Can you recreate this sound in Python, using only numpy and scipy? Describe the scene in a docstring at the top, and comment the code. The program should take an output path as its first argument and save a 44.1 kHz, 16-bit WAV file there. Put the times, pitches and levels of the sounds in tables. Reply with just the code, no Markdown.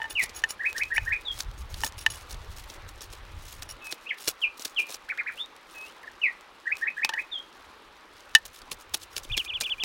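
"""Outdoors by a stream, a steel cleaver scrapes the scales off a large fish on a wooden board.
The edge rubs over wet skin (clumpy noise that also sets the steel ringing), scales snap loose (short
noise bursts), the blade knocks and rings (noise cracks and fading sines). Two birds sing gliding whistles,
one among echoing trees, one close by; water murmurs and wind buffets the microphone (shaped noise, bubbles).
Practically mono, with slight treble width added."""
import sys
import numpy as np
from scipy import signal
from scipy.fft import rfft, irfft, next_fast_len
from scipy.io import wavfile
from scipy.ndimage import uniform_filter1d, map_coordinates

SR = 44100
rng = np.random.default_rng(int(sys.argv[2]) if len(sys.argv) > 2 else 0)


def dump(signal):
    """Clip the signal to [-1, 1] and save it as 16-bit WAV at the path in sys.argv[1]."""
    limited = np.clip(np.atleast_2d(signal).T, -1, 1)
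    pcm = np.round(limited * 32767).astype(np.int16)
    wavfile.write(sys.argv[1], SR, pcm)


N = 433944  # length of the scene in samples


def amp(db):
    """Turns decibels into a plain multiplier."""
    return 10 ** (np.asarray(db) / 20)


def unit(x):
    """Scales a sound to an rms of 1."""
    return x / np.sqrt(np.mean(x ** 2) + 1e-20)


def along(points, hz):
    """Reads a curve of (frequency [Hz], value) points on a log frequency axis."""
    f, v = np.transpose(points)
    return np.interp(np.log(hz + 1), np.log(f + 1), v)


def curves(rows):
    """One value per sample for each column after the time."""
    s, *cols = np.transpose(rows)
    return [np.interp(np.arange(N) / SR, s, c) for c in cols]


def wobble(rate):
    """A smooth random curve through `rate` random points a second."""
    points = rng.standard_normal(int(N * rate / SR) + 4)
    return map_coordinates(points, [np.arange(N) * rate / SR])


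def filtered(x, response):
    """Multiplies the spectrum of x by a response, given as a function of frequency."""
    m = next_fast_len(N + SR // 2)
    return irfft(rfft(x, m) * response(np.fft.rfftfreq(m, 1 / SR)), m)[..., :N]


def coloured(x, spectrum):
    """Shapes x by a (frequency [Hz], level [dB]) spectrum, scaled so that white noise keeps its rms."""
    power_gain = amp(2 * along(spectrum, np.linspace(0, SR / 2, num=4096)))
    norm = np.sqrt(np.mean(power_gain))
    return filtered(x, lambda hz: amp(along(spectrum, hz)) / norm)


def add(track, s, sound):
    """Mixes a sound into a track at a time in seconds."""
    part = track[max(round(s * SR), 0):][:len(sound)]
    part += sound[:len(part)]


def tail(t60, late_t60, late_db):
    """A randomly drawn echo tail: a quick, lumpy part and a long part at its own level."""
    t = np.arange(SR // 3) / SR
    lumps = amp(5 * np.interp(t * 150, np.arange(60), rng.standard_normal(60)))
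    quick, late = lumps * amp(-60 * t / t60), amp(late_db - 60 * t / late_t60)
    out = (quick + late) * rng.standard_normal(len(t))
    return out / np.linalg.norm(out)


# Strokes of the edge over the skin, levels before the rasp and steel are shaped and mixed:
# (time [s], nominal length [s], level [dB], how much it rings the steel [0-1])
STROKES = [(0.1, .03, -45, 1), (0.191, 0.04, -43.5, .3), (.228, 0.018, -34.5, 0.7), (0.352, 0.047, -46, 1),
           (0.491, 0.038, -43.5, 1), (.65, .1, -56, .2), (.764, 0.046, -44.5, .5), (0.941, 0.037, -47.5, 1),
           (1.015, 0.097, -55.5, 0.6), (1.314, .054, -50.5, .1), (1.368, .036, -50, 0.26),
           (1.393, 0.02, -35.5, 0.26), (1.573, .056, -56, .5), (1.7, .03, -53, .3), (1.733, 0.05, -53, 0.2),
           (1.773, 0.062, -45.5, .1), (1.836, 0.043, -36.5, 0.62), (1.974, .068, -49, .6),
           (2.102, .024, -44, 1), (2.13, 0.1, -54.5, 0.55), (2.292, .041, -46, 0.3),
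           (2.563, .036, -47.5, 0.5), (2.587, 0.067, -56, .1), (2.683, 0.084, -50.5, 0),
           (2.877, 0.025, -51.5, .4), (3.015, 0.028, -45, 0.5), (3.127, 0.028, -51.5, 0),
           (3.439, .12, -49.5, 0.2), (3.616, 0.019, -45.5, 0.6), (3.689, 0.04, -49, 1),
           (3.841, .09, -51, .2), (3.912, 0.02, -47, 0.5), (4.18, 0.054, -48, .3), (4.235, 0.069, -45, .4),
           (4.274, .02, -32.5, .6), (4.296, 0.023, -43, 0.44), (4.57, 0.026, -55, 0.5),
           (4.596, 0.033, -43.5, 0), (4.624, 0.049, -54.5, 0.2), (4.649, 0.012, -34.5, 0.5),
           (4.788, 0.037, -41, 0.26), (4.896, .063, -39.5, 0), (5.31, 0.13, -60.5, 0.36),
           (5.693, 0.23, -55.5, 0.14), (6.772, 0.072, -55, 0.32), (7.162, 0.073, -58.5, .15),
           (8.453, .017, -42, .3), (8.531, 0.07, -52, .2), (8.713, 0.017, -38.5, 0.57),
           (8.787, 0.045, -54, .2), (8.938, 0.016, -32.5, 0.5), (9.003, 0.044, -47.5, 0),
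           (9.162, 0.024, -36.5, 0.35), (9.231, 0.023, -46, 0), (9.369, 0.014, -29.5, 0.06),
           (9.407, 0.066, -52, .4), (9.605, 0.017, -29.5, 0), (9.656, .048, -53, .2)]
# While the knife is at work it also brushes the skin lightly: (start [s], end [s])
WORK_SPANS = [(0, 4.98), (8.36, 9.84)]
DRAG_S, DRAG_DB = 0.028, -14.5  # the edge drags on after each stroke; level relative to the stroke
BRUSH_DB, BRUSH_SPREAD_DB, BRUSH_S = -59, 3.2, .06  # middle level, spread either way, middle length


def strokes(count):
    """Every stroke, the drag that follows it, and light brushes at chance moments of work."""
    drags = [(s + .8 * length, DRAG_S, db + DRAG_DB, .3 * share) for s, length, db, share in STROKES]
    draw = rng.random((count, 4)) * [N / SR, 1, 1, 1]
    brushes = []
    for s, a, b, c in draw:
        if any(begin < s < end - .1 for begin, end in WORK_SPANS):
            brush_db = BRUSH_DB + BRUSH_SPREAD_DB * (2 * b - 1)
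            brushes.append((s, BRUSH_S * (.5 + a), brush_db, .5 * c))
    return STROKES + drags + brushes


def grit(rate, spread_db):
    """Tiny slips of uneven size over a finer hiss, in clumps; each ridge favours its own band."""
    clumps = amp(2.1 * wobble(70) + 3.86 * wobble(250))
    slip_times = rng.random(N) < rate / SR  # `rate` slips a second on average
    slips = slip_times * amp(spread_db * rng.exponential(size=N)) * rng.standard_normal(N)
    z = signal.stft(clumps * (rng.standard_normal(N) + 0.76 * unit(slips)), nperseg=128)[2]
    bands = uniform_filter1d(rng.standard_normal(z.shape), size=8, axis=0)
    bands = uniform_filter1d(bands, size=2, axis=1)
    return unit(signal.istft(z * amp(3.0 * unit(bands)), nperseg=128)[1][:N])


# The blade's own tones (modes); contact changes their balance and can shorten their ring:
# (frequency [Hz], relative level [dB], time for the free blade to fade by 60 dB [s])
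BLADE_MODES = [(895, -5, 0.075), (1796, -2, 0.062), (2630, -10, 0.039), (2958, 1.5, 0.039),
               (3565, -8, 0.035), (4200, -10, 0.025), (4870, -17, 0.033), (5660, 5.5, 0.018),
               (6700, 0.5, 0.035), (7110, -6.5, 0.031), (8140, -15, .03), (9770, -8.5, 0.038),
               (10110, 0.5, 0.027), (11160, -8, 0.023), (12700, -10, 0.016), (14880, -6, .03)]
FLESH_DAMPING = .75  # ring time of the blade pressed on flesh, as a share of the free blade's


def ringing(weights_db, lean_db):
    """The steel's answer to one push, damped by the flesh; where the edge touches sets each mode's strength."""
    t = np.arange(SR // 40) / SR
    ring = np.zeros(len(t))
    for (hz, db, t60), weight_db in zip(BLADE_MODES, weights_db):
        mode_db = db + weight_db + lean_db * np.log2(hz / 6000)
        ring += amp(mode_db - 60 * t / (FLESH_DAMPING * t60)) * np.sin(2 * np.pi * hz * t)
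    return ring / np.linalg.norm(ring)


# Tone colour of the scaly skin, for the rasp, the rustle and the short cracks:
# (frequency [Hz], relative level [dB])
SKIN_SPECTRUM = [(410, -46), (700, -9.5), (1680, -5.5), (1910, -7), (3900, -0.5), (4580, -3), (5430, -2.5),
                 (15200, -16), (16500, -8)]
# Slow course of the background: (time [s], stream level [dB], rustle of wet hands level [dB]), before mixing
STREAM_AND_HANDS = [(0.0, -53.5, -52), (1.67, -54.5, -58), (1.86, -53.5, -52), (4.27, -55, -59),
                    (9.84, -56, -58.5)]
BRIGHT_DB, BRIGHT_PER_SHARE_DB = 2.5, 5.5  # strokes that ring the steel also rasp higher
STEEL_DB = 7.5  # the singing steel against the rasp


def rubbing():
    """Each stroke swells and fades; it rasps on the scales and sets the steel singing."""
    force = grit(rate=730, spread_db=1.5)
    rows = strokes(count=36)
    touch_db = 4.2 * rng.standard_normal((len(rows), len(BLADE_MODES)))
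    dull, bright, steel = np.zeros((3, N))
    for (s, length, db, share), weights_db in zip(rows, touch_db):
        bright_db = BRIGHT_DB + BRIGHT_PER_SHARE_DB * share
        steel_share = .7 * np.clip(share, 0, 1) ** 3  # share of the push's power
        rasp_gain = np.sqrt(1 - steel_share)
        start = max(s - 0.2 * length, 0)
        push = force[round(start * SR):][:int(1.3 * length * SR)]
        push = amp(db) * unit(push) * signal.windows.tukey(len(push), .6)
        add(dull, start, rasp_gain * amp(-.4 * bright_db) * push)
        add(bright, start, rasp_gain * amp(1.58 * bright_db) * push)
        ring = ringing(weights_db, max(2.0 + 0.34 * bright_db, 0))
        add(steel, start, np.sqrt(steel_share) * signal.fftconvolve(push, ring))
    upper = lambda hz: 1 / (1 + (8000 / (hz + 1)) ** 4)  # finer ridges rasp higher
    rasp = dull + filtered(bright - dull, upper)
    # wet fingers shifting on the skin
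    rustle_db = curves(STREAM_AND_HANDS)[1] - 4.0 + 2.5 * wobble(12)
    rustle = amp(rustle_db) * grit(rate=62, spread_db=3.0)
    return coloured(rasp + rustle, SKIN_SPECTRUM) + amp(STEEL_DB) * steel


# Short cracks: scales snapping loose, and the sharp onset of blade knocks; levels before shaping and mixing:
# (time [s], level [dB], pitch [Hz], thud relative to that level [dB])
SHORT_CRACKS = [(.1068, -23, 6710, -36), (.211, -24, 2640, -34), (.227, -18, 5670, -24.5),
                (.2934, -28, 5740, -14), (0.7805, -14.5, 5900, -26.5), (.8338, -17.5, 3500, -31),
                (1.1338, -28, 2520, -25), (1.405, -12, 5430, -42), (1.7419, -21, 4400, -33),
                (1.815, -22.5, 5400, -23), (1.8456, -12, 10000, -23), (2.0625, -8, 3300, -36),
                (2.3078, -25, 5500, -23), (2.3433, -27, 5000, -15), (2.6994, -25.5, 4940, -22),
                (3.0075, -25.5, 5530, -25), (3.1338, -28, 3000, -17), (3.6226, -20, 4370, -25),
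                (3.924, -11, 3700, -26), (4.2756, -13, 4580, -20), (4.2809, -5.5, 6850, -28),
                (4.595, -24.5, 5260, -18), (4.6539, -14.5, 5070, -24.5), (4.793, -27, 2500, -14),
                (4.8947, -32, 5660, -9), (4.9425, -21, 5160, -20), (5.09, -28, 3500, -26),
                (5.1746, -28, 3500, -26), (7.0469, -2, 2400, -41), (7.0912, -12.5, 2900, -30.5),
                (7.1364, -21.5, 2930, -27), (8.35, 5, 3800, -45), (8.6173, -29.5, 4930, -16),
                (8.716, -13.5, 2870, -28), (8.9435, -5, 3930, -36.5), (9.1648, -11, 3900, -30),
                (9.249, -27, 3500, -18), (9.3765, -6, 3400, -34), (9.448, -22, 3000, -28),
                (9.6087, -8, 3790, -30.5), (9.836, -7, 2600, -29.5)]
# Each stroke also frees a small scale: greatest level over the stroke's, middle pitch, thud
SMALL_SNAP_DB, SMALL_SNAP_HZ, SMALL_THUD_DB = 14.5, 5500, -22


def snapping():
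    """A scale letting go, or the onset of a knock, is a pitched burst of noise with a thud in the flesh."""
    cracks, thuds, t = np.zeros(N), np.zeros(N), np.arange(SR // 16) / SR
    small = []
    for (s, length, db, _), (a, b, c) in zip(STROKES, rng.random((len(STROKES), 3))):
        pitch = SMALL_SNAP_HZ * 2 ** (2 * c - 1)  # up to an octave either way
        small.append((s + a * length, db + SMALL_SNAP_DB - 8 * b, pitch, SMALL_THUD_DB))
    for s, db, hz, thud_db in SHORT_CRACKS + small:
        fade = amp(-60 * t / .013) + amp(-21.5 - 60 * t / 0.058)  # quick, then a fainter slow part
        burst = amp(db - 8.5) * (1 - np.exp(-t / 0.00067)) * fade * rng.standard_normal(len(t))
        pitched = signal.lfilter(*signal.iirpeak(np.clip(hz, 2000, 15000), 1.6, SR), burst)
        add(cracks, s, 0.59 * burst + 1.02 * pitched)
        thud_shape = amp(db + thud_db) * (1 - np.exp(-t / 0.0026)) * amp(-60 * t / 0.039)
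        add(thuds, s, thud_shape * rng.standard_normal(len(t)))
    flesh = [(60, -26), (150, -1.5), (500, 5), (1200, -14), (3000, -47)]  # (frequency [Hz], level [dB])
    return amp(1.5) * coloured(cracks, SKIN_SPECTRUM) + amp(4.0) * coloured(thuds, flesh)


# The blade knocking on bone, board or stone: (time [s], level [dB], lowest mode relative to it [dB],
# hardness [dB per octave], ring time [1 = free blade], crack relative to the level [dB])
BLADE_KNOCKS = [(0.0014, -33, 1.5, -20, 1, -18), (0.0173, -20, -13, -17, 1, -21),
                (0.0417, -23.5, -11, -17, 1, -21), (0.0543, -30.5, -4.5, -20, 1, -18),
                (0.4381, -7.5, -26.5, -12.5, 0.67, -15.5), (0.98, -8.5, -17, -15, 0.46, -21),
                (1.8354, -17, -2, -7, 0.47, -20), (2.0636, -5, -22, -12.5, 0.49, -18.5),
                (7.048, -25, -3, -20, 0.45, 1.5), (7.093, -24, -3.5, -14, 1, 4),
                (7.1367, -23.5, -10, -11, 0.99, -14), (8.3508, 0.5, -32, -9, 0.95, -10)]


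def knocks():
    """A blow cracks and rings the modes, the high ones more when the contact is hard."""
    out, t = np.zeros(N), np.arange(SR // 7) / SR
    band = signal.butter(2, [1000, 5000], "bandpass", fs=SR)
    for s, db, low_db, hardness_db, freedom, crack_db in BLADE_KNOCKS:
        crack = amp(db + crack_db - 60 * t / 0.029) * rng.standard_normal(len(t))
        add(out, s, signal.lfilter(*band, crack))
        for k, (hz, level_db, t60) in enumerate(BLADE_MODES):
            if k == 0:
                tone_db = low_db
            else:
                tone_db = level_db + hardness_db * np.log2(hz / 1776) + rng.normal(0, 0.96)
            ring = amp(db + tone_db - 60 * t / (max(freedom, .2) * t60)) * (1 - np.exp(-t / 0.00037))
            add(out, s, ring * np.sin(2 * np.pi * (hz * t + rng.random())))
    return out


# Bird notes by name: (loudest moment after the start [s], glide as (time from start [s], pitch [Hz]))
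BIRD_NOTES = { "low": (.021, [(0, 1750), (.007, 1600), (.021, 1930), (.03, 1750), (.037, 1480)]),
              "rise": (.028, [(0, 1600), (.007, 1700), (.025, 2505), (.038, 2502)]),
              "high": (.04, [(0, 3950), (.014, 3680), (.04, 3360), (.07, 3220), (.09, 3380)]),
              "fall": (0.031, [(0, 3020), (.056, 2004), (.078, 1850)]), "drop": (.03, [(0, 3410),
              (.022, 2800), (.036, 2400), (.052, 2400)]), "lead": (0.013, [(0, 2400), (.026, 2910)]),
              "plunge": (0.021, [(0, 3450), (.015, 2480), (.028, 1760), (.036, 1750)]),
              "arch": (0.026, [(0, 1320), (.02, 2570), (.044, 1220)]), "lift": (0.035, [(0, 2490),
              (.028, 3420), (.065, 3795)]), "flat": (0.056, [(0, 2596), (.045, 2575), (.11, 2470)]),
              "bend": (.07, [(0, 2620), (.06, 2560), (.11, 2600), (.145, 2900), (.175, 3250)]),
              "chup": (.014, [(0, 2260), (.008, 1875), (.022, 1600)]), "trill": (.048, [(0, 2400),
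              (.008, 2480), (.017, 2337), (.024, 3375), (.03, 3580), (.056, 2450), (.06, 2350)]),
              "long trill": (.048, [(0, 2650), (.018, 2330), (.025, 3390), (.031, 3480), (.055, 2800),
              (.07, 2250)]), }
START_DB, END_DB = -13, -13.5  # a note swells from here to its loudest moment and fades to there
FLUTTER_DB, FLUTTERS_PER_S = 1.6, 80  # the voice is unsteady in level


def sing(song, echo_db, t60):
    """A whistle: one gliding sine with a faint octave; each note gets its own randomly drawn echo tail."""
    out = np.zeros(N)
    for s, name, db in song:
        loudest_s, (at, hz) = BIRD_NOTES[name][0], np.transpose(BIRD_NOTES[name][1])
        t = np.arange(int(at[-1] * SR)) / SR
        detune = 1 + 0.0083 * rng.standard_normal()
        glide = uniform_filter1d(np.interp(t, at, hz), size=150) * detune
        phase = 2 * np.pi * np.cumsum(glide) / SR
        swell_db = np.interp(t, [0, loudest_s, at[-1]], [START_DB, 0, END_DB])
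        flutter = np.interp(t * FLUTTERS_PER_S, np.arange(16), rng.standard_normal(16))
        gain = amp(db + 5.5 + swell_db + FLUTTER_DB * flutter) * signal.windows.tukey(len(t), .15)
        note = gain * (np.sin(phase) + amp(-40) * np.sin(2 * phase))
        add(out, s, note)
        add(out, s, amp(echo_db) * signal.fftconvolve(note, tail(t60, 0.74, late_db=-30.0)))
    return out


# The far bird's refrain is a fall, four low-and-rise pairs and a high note: time of each first pair [s]
REFRAIN_TIMES = [.592, 6.655]
FALL_LEADS_S, PAIR_S, RISE_AFTER_S, HIGH_AFTER_S = 0.441, .1555, .047, 0.6563
FALL_DB, LOW_DB, RISE_DB, HIGH_DB = -23.5, -32, -25.5, -32  # relative levels of the notes
# The far bird's single notes between refrains: (time [s], note name, relative level [dB])
FAR_SINGLE_NOTES = [(3.81, "flat", -43), (4.06, "lead", -37), (4.09, "plunge", -30), (4.415, "drop", -25),
                    (4.761, "drop", -26), (5.085, "arch", -31), (5.173, "arch", -29.5),
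                    (5.259, "arch", -30.5), (5.37, "lift", -36.5), (5.735, "bend", -47.5),
                    (6.028, "chup", -48), (6.065, "chup", -48)]
# The near bird trills in twos, the second note longer; levels are relative
TRILL_S, TWO_S, SECOND_AFTER_S, FIRST_DB, SECOND_DB = 9.297, 0.1607, 0.057, -31.5, -31


def birds():
    """The far bird beats with its bounce off the water and returns from the far bank; the near is almost dry."""
    song = list(FAR_SINGLE_NOTES)
    for s in REFRAIN_TIMES:
        song += [(s - FALL_LEADS_S, "fall", FALL_DB), (s + HIGH_AFTER_S, "high", HIGH_DB)]
        for k in range(4):
            pair_s = s + k * PAIR_S
            song += [(pair_s, "low", LOW_DB), (pair_s + RISE_AFTER_S, "rise", RISE_DB)]
    far = sing(song, echo_db=-2.5, t60=0.12)
    water_bounce = amp(-8.5) * np.roll(far, round(.007 * SR))
    bank_echo = amp(-25) * np.roll(far, round(0.037 * SR))
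    far = far + water_bounce + bank_echo
    trills = []
    for k in range(7):  # three twos and one more first note
        two, second = divmod(k, 2)
        name, db = [("trill", FIRST_DB), ("long trill", SECOND_DB)][second]
        trills.append((TRILL_S + two * TWO_S + second * SECOND_AFTER_S, name, db))
    return far + sing(trills, echo_db=-10, t60=0.048)


def rush(spectrum, patchy_db):
    """Noise of rms 1 with patches of random gain, like moving water or air."""
    z = signal.stft(rng.standard_normal(N + 512), nperseg=256)[2]
    field = uniform_filter1d(rng.standard_normal(z.shape), size=3, axis=0)
    field = uniform_filter1d(field, size=12, axis=1)
    patchy = signal.istft(z * amp(patchy_db * unit(field)), nperseg=256)[1][:N]
    return unit(coloured(patchy, spectrum))


def bubbles(count, db):
    """Air pockets in the shallows: short tones that rise as they fade."""
    draw = rng.random((count, 3))
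    hz, size = 250 * 6 ** draw[:, 1:2], amp(db + 9.1 * draw[:, 2:] ** 3)
    t = np.arange(SR // 25) / SR
    swell = size * hz * t * np.exp(-hz * t / 2.87)
    blip = swell * np.sin(2 * np.pi * hz * t * (1 + .012 * hz * t))
    where = (draw[:, :1] * N).astype(int) + np.arange(len(t))
    return np.bincount(where.ravel(), blip.ravel(), minlength=N)[:N]


# Wind on the microphone, before mixing: (time [s], level [dB])
WIND_LEVEL = [(0.0, -50.5), (0.63, -61.5), (1.01, -42), (1.37, -57), (1.53, -38), (2.3, -47.5), (2.35, -38),
              (2.63, -48), (3.2, -48), (3.26, -39.5), (3.67, -44), (3.75, -37.5), (3.89, -71),
              (7.37, -71.5), (9.15, -56), (9.32, -42.5), (9.45, -61), (9.84, -56)]
# Tone colour of the stream: (frequency [Hz], relative level [dB])
STREAM_SPECTRUM = [(76, -78), (130, -14.5), (322, -3.5), (577, -2), (692, -6), (780, -1.5), (1170, 1),
                   (1580, -3.5), (3830, -10), (7600, -28), (11800, -29.5), (16000, -45)]
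# Tone colour of the wind's rumble: (frequency [Hz], relative level [dB])
RUMBLE_SPECTRUM = [(12, -25), (20, 5.5), (86, -0.5), (114, -6.5), (178, -22), (250, -34.5), (320, -32),
                   (550, -120)]


def outdoors():
    """The stream's murmur and bubbling and the wind's lumpy rumble; strong gusts reach higher."""
    wind_db, stream_db = curves(WIND_LEVEL)[0], curves(STREAM_AND_HANDS)[0]
    water = amp(stream_db + 3 + .7 * wobble(7)) * rush(STREAM_SPECTRUM, patchy_db=1.5)
    gust_db = 1.5 * wobble(7) + 3 * wobble(16)
    flutter = rush([(80, -40), (160, 2.5), (300, -10), (600, -29.5)], patchy_db=2.0)
    rumble = unit(amp(gust_db) * rush(RUMBLE_SPECTRUM, patchy_db=3.0))
    wind = rumble + amp(-26 + 1.35 * gust_db) * flutter
    return water + amp(stream_db) * bubbles(count=250, db=-8.5) + amp(wind_db + 0.8) * wind


# A little decorrelated treble makes the two channels differ; level by frequency:
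# (frequency [Hz], level [dB])
STEREO_WIDTH = [(2000, -87), (4000, -45), (8000, -26), (14000, -22)]


def scene():
    """Practically mono, with slight treble width added."""
    knife = rubbing() + snapping() + knocks()
    decorrelated = signal.fftconvolve(knife, tail(0.017, .01, late_db=-44))[:N]
    side = filtered(decorrelated, lambda hz: amp(along(STEREO_WIDTH, hz)))
    mid = knife + birds() + outdoors()
    return np.array([mid + side, mid - side])


TOP_HZ = 15900  # nothing is kept from here up


def record(dry):
    """The loudest peaks saturate softly, then the sound is cut off at the band limit."""
    clipped = dry / (1 + np.abs(dry / .99) ** 8) ** (1 / 8)
    return filtered(clipped, lambda hz: hz < TOP_HZ)


dry = scene()
out = record(dry)
dump(out)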